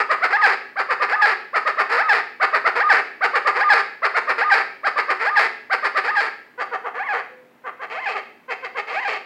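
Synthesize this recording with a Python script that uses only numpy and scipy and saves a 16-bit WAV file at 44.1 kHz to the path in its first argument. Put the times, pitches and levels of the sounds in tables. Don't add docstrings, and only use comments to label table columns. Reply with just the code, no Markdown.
import sys
import numpy as np
from scipy import signal
from scipy.fft import rfft, irfft
from scipy.io import wavfile
from scipy.ndimage import uniform_filter1d

SR = 44100
rng = np.random.default_rng(int(sys.argv[2]) if len(sys.argv) > 2 else 0)


def to_wav(s):
    ch = np.atleast_2d(s).T
    pcm = np.round(np.clip(ch, -1, 1) * 32767)
    wavfile.write(sys.argv[1], SR, pcm.astype(np.int16))


N = 407925

# f/Hz, level/dB
HUM_TONES = [(121, -81), (241, -65), (619, -82), (10767, -90)]
# f/Hz, relative level/dB
AIR_SPECTRUM = [(30, -42), (60, -34), (120, -18), (300, -7.5), (700, -12.5), (2000, -16), (3200, -28),
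                (6000, -37.5), (10000, -41.5), (15800, -36)]
# f/Hz, t/s
ECHO_TIMES = [(300, 0.72), (1000, 0.39), (2800, 0.59), (7000, 0.48), (13000, 0.32)]
# f/Hz, width/Hz, gain/dB
WINDPIPE = [(360, 368, -9.5), (842, 243, -4), (1226, 186, -4.5), (1767, 180, -3.5), (1965, 373, -6),
            (2424, 447, -10)]
# f/Hz, width/Hz, gain/dB
WINDPIPE_LOWERED = [(414, 286, 0.5), (766, 107, 8.5), (1180, 71, 8), (1796, 294, 1), (2180, 252, -3),
                    (2585, 233, -0.5), (2636, 725, -7), (3130, 117, -6)]
# f/Hz, width/Hz, gain/dB
BEAK_MODES = [(3130, 450, -1), (6150, 2700, -27), (3940, 1050, 2.5), (4656, 613, 8.5), (5282, 323, 2.5),
              (7370, 1700, -13), (10430, 3200, -21)]
# t/s, mouth resonance f/Hz, treble level/dB
BEAK_OPENING = [(0, 1500, -18.5), (3, 1420, -19.5), (6, 1620, -17), (6.58, 1570, -21.5), (6.84, 1150, -35),
                (6.95, 1360, -28), (7.64, 1310, -34), (7.8, 1580, -26.5), (7.9, 2270, -20),
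                (8.9, 2190, -20)]
HARMONICS_DB = [5, 14, 16.5, 2, -6, 0.5]
# start t/s, loudest t/s, end t/s, f/Hz, level/dB
SOFT_COO = (7.28, 7.33, 7.47, 505, -43)
# start t/s, top f/Hz, time until just past the peak t/s, level/dB
BARK_CALLS = [(-0.03, 641, 0.035, -14), (0.089, 659.3, .035, -16), (0.211, 766, 0.046, -16),
              (0.756, 816, 0.071, -18.5), (0.885, 602.3, 0.042, -17.5), (0.996, 625, 0.048, -16.5),
              (1.529, 705, 0.06, -16.5), (1.65, 655.4, 0.04, -17), (1.769, 640, 0.051, -15.5),
              (2.397, 742, 0.057, -14.5), (2.524, 625.5, 0.039, -14.5), (2.64, 680.6, .042, -15),
              (3.206, 809.4, 0.061, -15), (3.33, 628, 0.047, -15), (3.448, 633, 0.046, -14.5),
              (4.018, 660, 0.053, -15.5), (4.136, 738, 0.059, -16), (4.269, 623.6, 0.048, -16),
              (4.831, 819.5, 0.062, -17), (4.956, 602.4, 0.047, -16.5), (5.079, 634, .042, -17),
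              (5.696, 808, 0.056, -16.5), (5.821, 625, 0.053, -17.5), (5.944, 675, 0.049, -17),
              (6.576, 513.7, 0.063, -22.5), (6.71, 478.3, 0.051, -23.5), (6.835, 493, 0.05, -25),
              (7.637, 518, 0.066, -28), (7.791, 522.5, 0.069, -28.5), (8.142, 420.5, 0.032, -24.5),
              (8.479, 525, 0.062, -24.5), (8.62, 511, 0.044, -28.5), (8.745, 537.7, 0.066, -23.5)]
BARK_SHAPE_DB = [-16.5, -6.5, 2, -0.5, -2.5, -7.5, -25]
# t/s of start, lift, jump, drop, landing, crack and end; top f/Hz;
# level/dB of croak, climb, top, fall and tail
CRY_CALLS = [(0.300, 0.333, 0.376, 0.418, 0.442, 0.470, 0.545, 1260, -21, -14.5, -18, -11, -15),
             (1.085, 1.130, 1.160, 1.217, 1.222, 1.265, 1.335, 1240, -20, -16, -19.5, -12, -15.5),
             (1.893, 2.003, 2.030, 2.090, 2.095, 2.138, 2.203, 1260, -16, -16.5, -20, -13, -16),
             (2.752, 2.810, 2.835, 2.896, 2.903, 2.932, 3.005, 1215, -17, -16, -16, -10.5, -14),
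             (3.548, 3.617, 3.643, 3.697, 3.703, 3.742, 3.815, 1215, -18, -15.5, -16, -10.5, -14.5),
             (4.378, 4.417, 4.445, 4.503, 4.521, 4.548, 4.622, 1232, -17, -16, -18, -10.5, -15.5),
             (5.195, 5.272, 5.303, 5.361, 5.370, 5.402, 5.472, 1215, -19.5, -17, -21, -12, -15),
             (6.035, 6.085, 6.113, 6.157, 6.170, 6.213, 6.285, 1228, -21, -18, -22, -16, -20),
             (6.940, 7.005, 7.045, 7.084, 7.089, 7.140, 7.210, 1130, -27, -25, -28, -23, -21),
             (7.895, 7.985, 8.015, 8.055, 8.062, 8.095, 8.140, 1070, -28, -29, -29, -23, -24),
             (8.870, 8.975, 9.012, 9.046, 9.052, 9.085, 9.175, 1050, -26, -23, -26, -23.5, -22)]
# f/Hz, roughness/0-1
ROUGH_UP = [(430, .85), (500, .7), (650, .75), (800, .15), (1130, .01)]
# f/Hz, roughness/0-1
ROUGH_DOWN = [(510, .9), (690, .8), (790, .15), (1000, .4), (1180, .015)]

AIR_DB, ECHO_DB = -55, -9.5
MIC_LOW_HZ, CUTOFF_HZ = 322, 15800
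FEEDING_S = 6.4
LEAK_EDGE_HZ = 825
TREBLE_PER_EFFORT = .49
BARK_FIRST_HZ, BARK_END_HZ, BARK_RISE_HZ_PER_S = 495.3, [413.3, 377.6], 15000
BARK_BREAK_S, BARK_SAG_S = .004, .019
BARK_CLOSE_S, BARK_FADE_S = .058, .024
CROAK_HZ, CLIMB_HZ, FALL_HZ, CRACK_HZ = [420, 450, 490], [795, 905], [950, 850, 785], [465, 395]
CRACK_S, CRY_FADE_S = .01, .015
CRY_WIDER_HZ, CRY_BRIGHTER_DB = 201, 3.5


def amp(db):
    return 10 ** (np.asarray(db, float) / 20)


def at_hz(points, hz):
    freqs, values = np.transpose(points)
    return np.interp(np.log(hz + 1), np.log(freqs), values)


def hum_and_air():
    t, hz = np.arange(N) / SR, np.arange(N // 2 + 1) * SR / N
    air = irfft(rfft(rng.standard_normal(N)) * amp(at_hz(AIR_SPECTRUM, hz)), N)
    wavers = uniform_filter1d(rng.standard_normal((len(HUM_TONES), N)), 9000, axis=1)
    hum = sum(np.sqrt(2) * amp(db + 170 * waver) * np.sin(2 * np.pi * f * t)
              for (f, db), waver in zip(HUM_TONES, wavers))
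    return amp(AIR_DB) * air / air.std() + hum


def kitchen_echoes(x):
    t = np.arange(int(.7 * SR)) / SR
    edges = 150 * 2 ** np.arange(0, 7, .5)
    tail = 0
    for low, high in zip(edges, edges[1:]):
        bandpass = signal.butter(2, [low, high], "band", fs=SR, output="sos")
        band = signal.sosfilt(bandpass, rng.standard_normal(len(t)))
        tail = tail + band * amp(-60 * t / at_hz(ECHO_TIMES, np.sqrt(low * high)))
    tail *= np.clip((t - .003) / .00097, 0, 1)
    return signal.fftconvolve(x, tail / np.sqrt(np.sum(tail ** 2)))[:N]


def coo():
    start, loud, end, hz, db = SOFT_COO
    t = np.arange(N) / SR
    return amp(db) * np.interp(t, [start, loud, end], [0, 1, 0]) * np.sin(2 * np.pi * hz * t)


def resonate(x, hz, width_hz):
    r = np.exp(-np.pi * width_hz / SR)
    gain = (1 - r * r) / 2
    return signal.lfilter([gain, 0, -gain], [1, -2 * r * np.cos(2 * np.pi * hz / SR), r * r], x)


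def ring(x, modes):
    return sum((-1) ** k * amp(db) * resonate(x, hz, width) for k, (hz, width, db) in enumerate(modes))


def even_out(x, window_s):
    size = int(window_s * SR)
    return x / np.sqrt(uniform_filter1d(uniform_filter1d(x ** 2, size), size) + 1e-9)


def beak_at(time_s):
    times, *columns = np.transpose(BEAK_OPENING)
    return [np.interp(time_s, times, column) for column in columns]


def clean_tone(cycles, pitch, rough, effort_db, lowered):
    pipe, edge_hz = (WINDPIPE_LOWERED, 2200) if lowered else (WINDPIPE, 1900)
    leak = rough / (1 + (pitch / LEAK_EDGE_HZ) ** 20)
    tone = 0
    for k, db in enumerate(HARMONICS_DB, 1):
        passed = leak + 1 / (1 + (k * pitch / edge_hz) ** 8)
        tone = tone + amp(db + .12 * (k - 1) * effort_db) * passed * np.cos(2 * np.pi * k * cycles)
    return even_out(ring(tone, pipe) + amp(-11) * tone + amp(-6) * ring(tone, BEAK_MODES[2:5]), .005)


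def rasp(cycles, pitch, rough, noises, mouth_hz, treble_db, lowered):
    timing, strength, breath = noises
    pipe, beak = (WINDPIPE_LOWERED, BEAK_MODES[:-1]) if lowered else (WINDPIPE, BEAK_MODES)
    due = np.flatnonzero(np.diff(np.floor(cycles)) > 0)
    shift = (.13 * (.15 + rough[due] ** 2) * timing[due] * SR / pitch[due]).astype(int)
    slaps = np.zeros(len(cycles))
    slaps[np.clip(due + shift, 0, len(slaps) - 1)] = amp(3.5 * rough[due] * strength[due])
    puffs = (2.4 + rough) * breath * signal.lfilter([1], [1, -.98], slaps)
    body = ring(slaps + .03 * puffs, pipe)
    body += 3.27 * resonate(body, mouth_hz, 680)
    treble = ring(slaps + .2 * puffs, beak)
    return even_out(body / body.std() + amp(treble_db) * treble / treble.std(), .0056)


def syrinx(bird, times, hz, db, roughness, mouth_hz, treble_db):
    samples = np.arange(int(times[0] * SR), min(int(times[-1] * SR), N))
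    lowered = times[0] > FEEDING_S
    pitch, level, rough = (np.interp(samples / SR, times, curve) for curve in (hz, db, roughness))
    *noises, drift = rng.standard_normal((4, len(samples)))
    waver = 1 + (.35 + .5 * rough) * uniform_filter1d(drift, 300)
    cycles = np.cumsum(uniform_filter1d(pitch, 90) * waver) / SR + rng.random()
    effort_db = np.maximum(level - level.max(), -20)
    clean = clean_tone(cycles, pitch, rough, effort_db, lowered)
    harsh = rasp(cycles, pitch, rough, noises, mouth_hz, treble_db + TREBLE_PER_EFFORT * effort_db, lowered)
    fade_in = np.minimum((samples - samples[0]) / (.004 * SR), 1)
    bird[samples] += fade_in * amp(level) * (np.sqrt(1 - rough) * clean + np.sqrt(rough) * harsh)


def barks(bird):
    for start, top_hz, past_peak, db in BARK_CALLS:
        t = np.linspace(max(-start, 0), BARK_CLOSE_S + BARK_FADE_S, 40)
        croak_s = .022 if start > FEEDING_S else .012
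        to_top = croak_s + max(top_hz - BARK_FIRST_HZ, 0) / BARK_RISE_HZ_PER_S
        hz = np.interp(t, [0, .7 * to_top, to_top, to_top + BARK_SAG_S, t[-1]],
                       [BARK_FIRST_HZ, top_hz, .97 * top_hz, *BARK_END_HZ])
        sinking = (past_peak + BARK_CLOSE_S) / 2
        stages = [0, .25 * past_peak, .65 * past_peak, past_peak, sinking, BARK_CLOSE_S, t[-1]]
        swell_db = np.interp(t, np.sort(stages), BARK_SHAPE_DB)
        rough = np.interp(t, [0, to_top, to_top + BARK_BREAK_S], [.05, .3, .9])
        syrinx(bird, start + t, hz, db + swell_db, rough, *beak_at(start))


def cries(bird):
    for start, lift, jump, drop, landing, crack, end, top_hz, *levels in CRY_CALLS:
        croak_db, climb_db, top_db, fall_db, tail_db = levels
        lowered = start > FEEDING_S
        jump_s, drop_s, sag, least_rough = (.016, .01, .93, .22) if lowered else (.008, .007, 1, 0)
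        croak_times = start + (lift - start) * np.array([0, .3, .5 if lowered else .7])
        # t/s, f/Hz, level/dB
        stages = [(croak_times, CROAK_HZ, [croak_db - 8.5, croak_db, croak_db - 3]),
                  ([lift, jump - jump_s], CLIMB_HZ, [climb_db, climb_db - 2.3]),
                  ([jump, drop - drop_s], [top_hz, sag * top_hz], [top_db - 6, top_db]),
                  ([drop, landing, crack - CRACK_S], FALL_HZ, [fall_db - 10, fall_db, fall_db - .5]),
                  ([crack, end], CRACK_HZ, [tail_db, tail_db - 5.5]),
                  ([end + CRY_FADE_S], CRACK_HZ[-1:], [tail_db - 29])]
        times, pitches, dbs = (np.concatenate(column) for column in zip(*stages))
        t = np.linspace(start, times[-1], 160)
        hz, db = np.interp(t, times, pitches), np.interp(t, times, dbs)
        rising, falling = (np.interp(hz, *np.transpose(table)) for table in (ROUGH_UP, ROUGH_DOWN))
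        rough = np.maximum(np.where(t < drop - drop_s, rising, falling), least_rough)
        mouth_hz, treble_db = beak_at(start)
        syrinx(bird, t, hz, db, rough, mouth_hz + CRY_WIDER_HZ, treble_db + CRY_BRIGHTER_DB)


def scene():
    bird = coo()
    barks(bird)
    cries(bird)
    rounded = np.tanh(bird + amp(ECHO_DB) * kitchen_echoes(bird))
    thin = signal.sosfilt(signal.butter(3, MIC_LOW_HZ, "high", fs=SR, output="sos"), rounded)
    return (thin + hum_and_air())[None]


def record(dry):
    return signal.sosfilt(signal.ellip(10, .5, 70, CUTOFF_HZ, fs=SR, output="sos"), dry)


dry = scene()
out = record(dry)
to_wav(out)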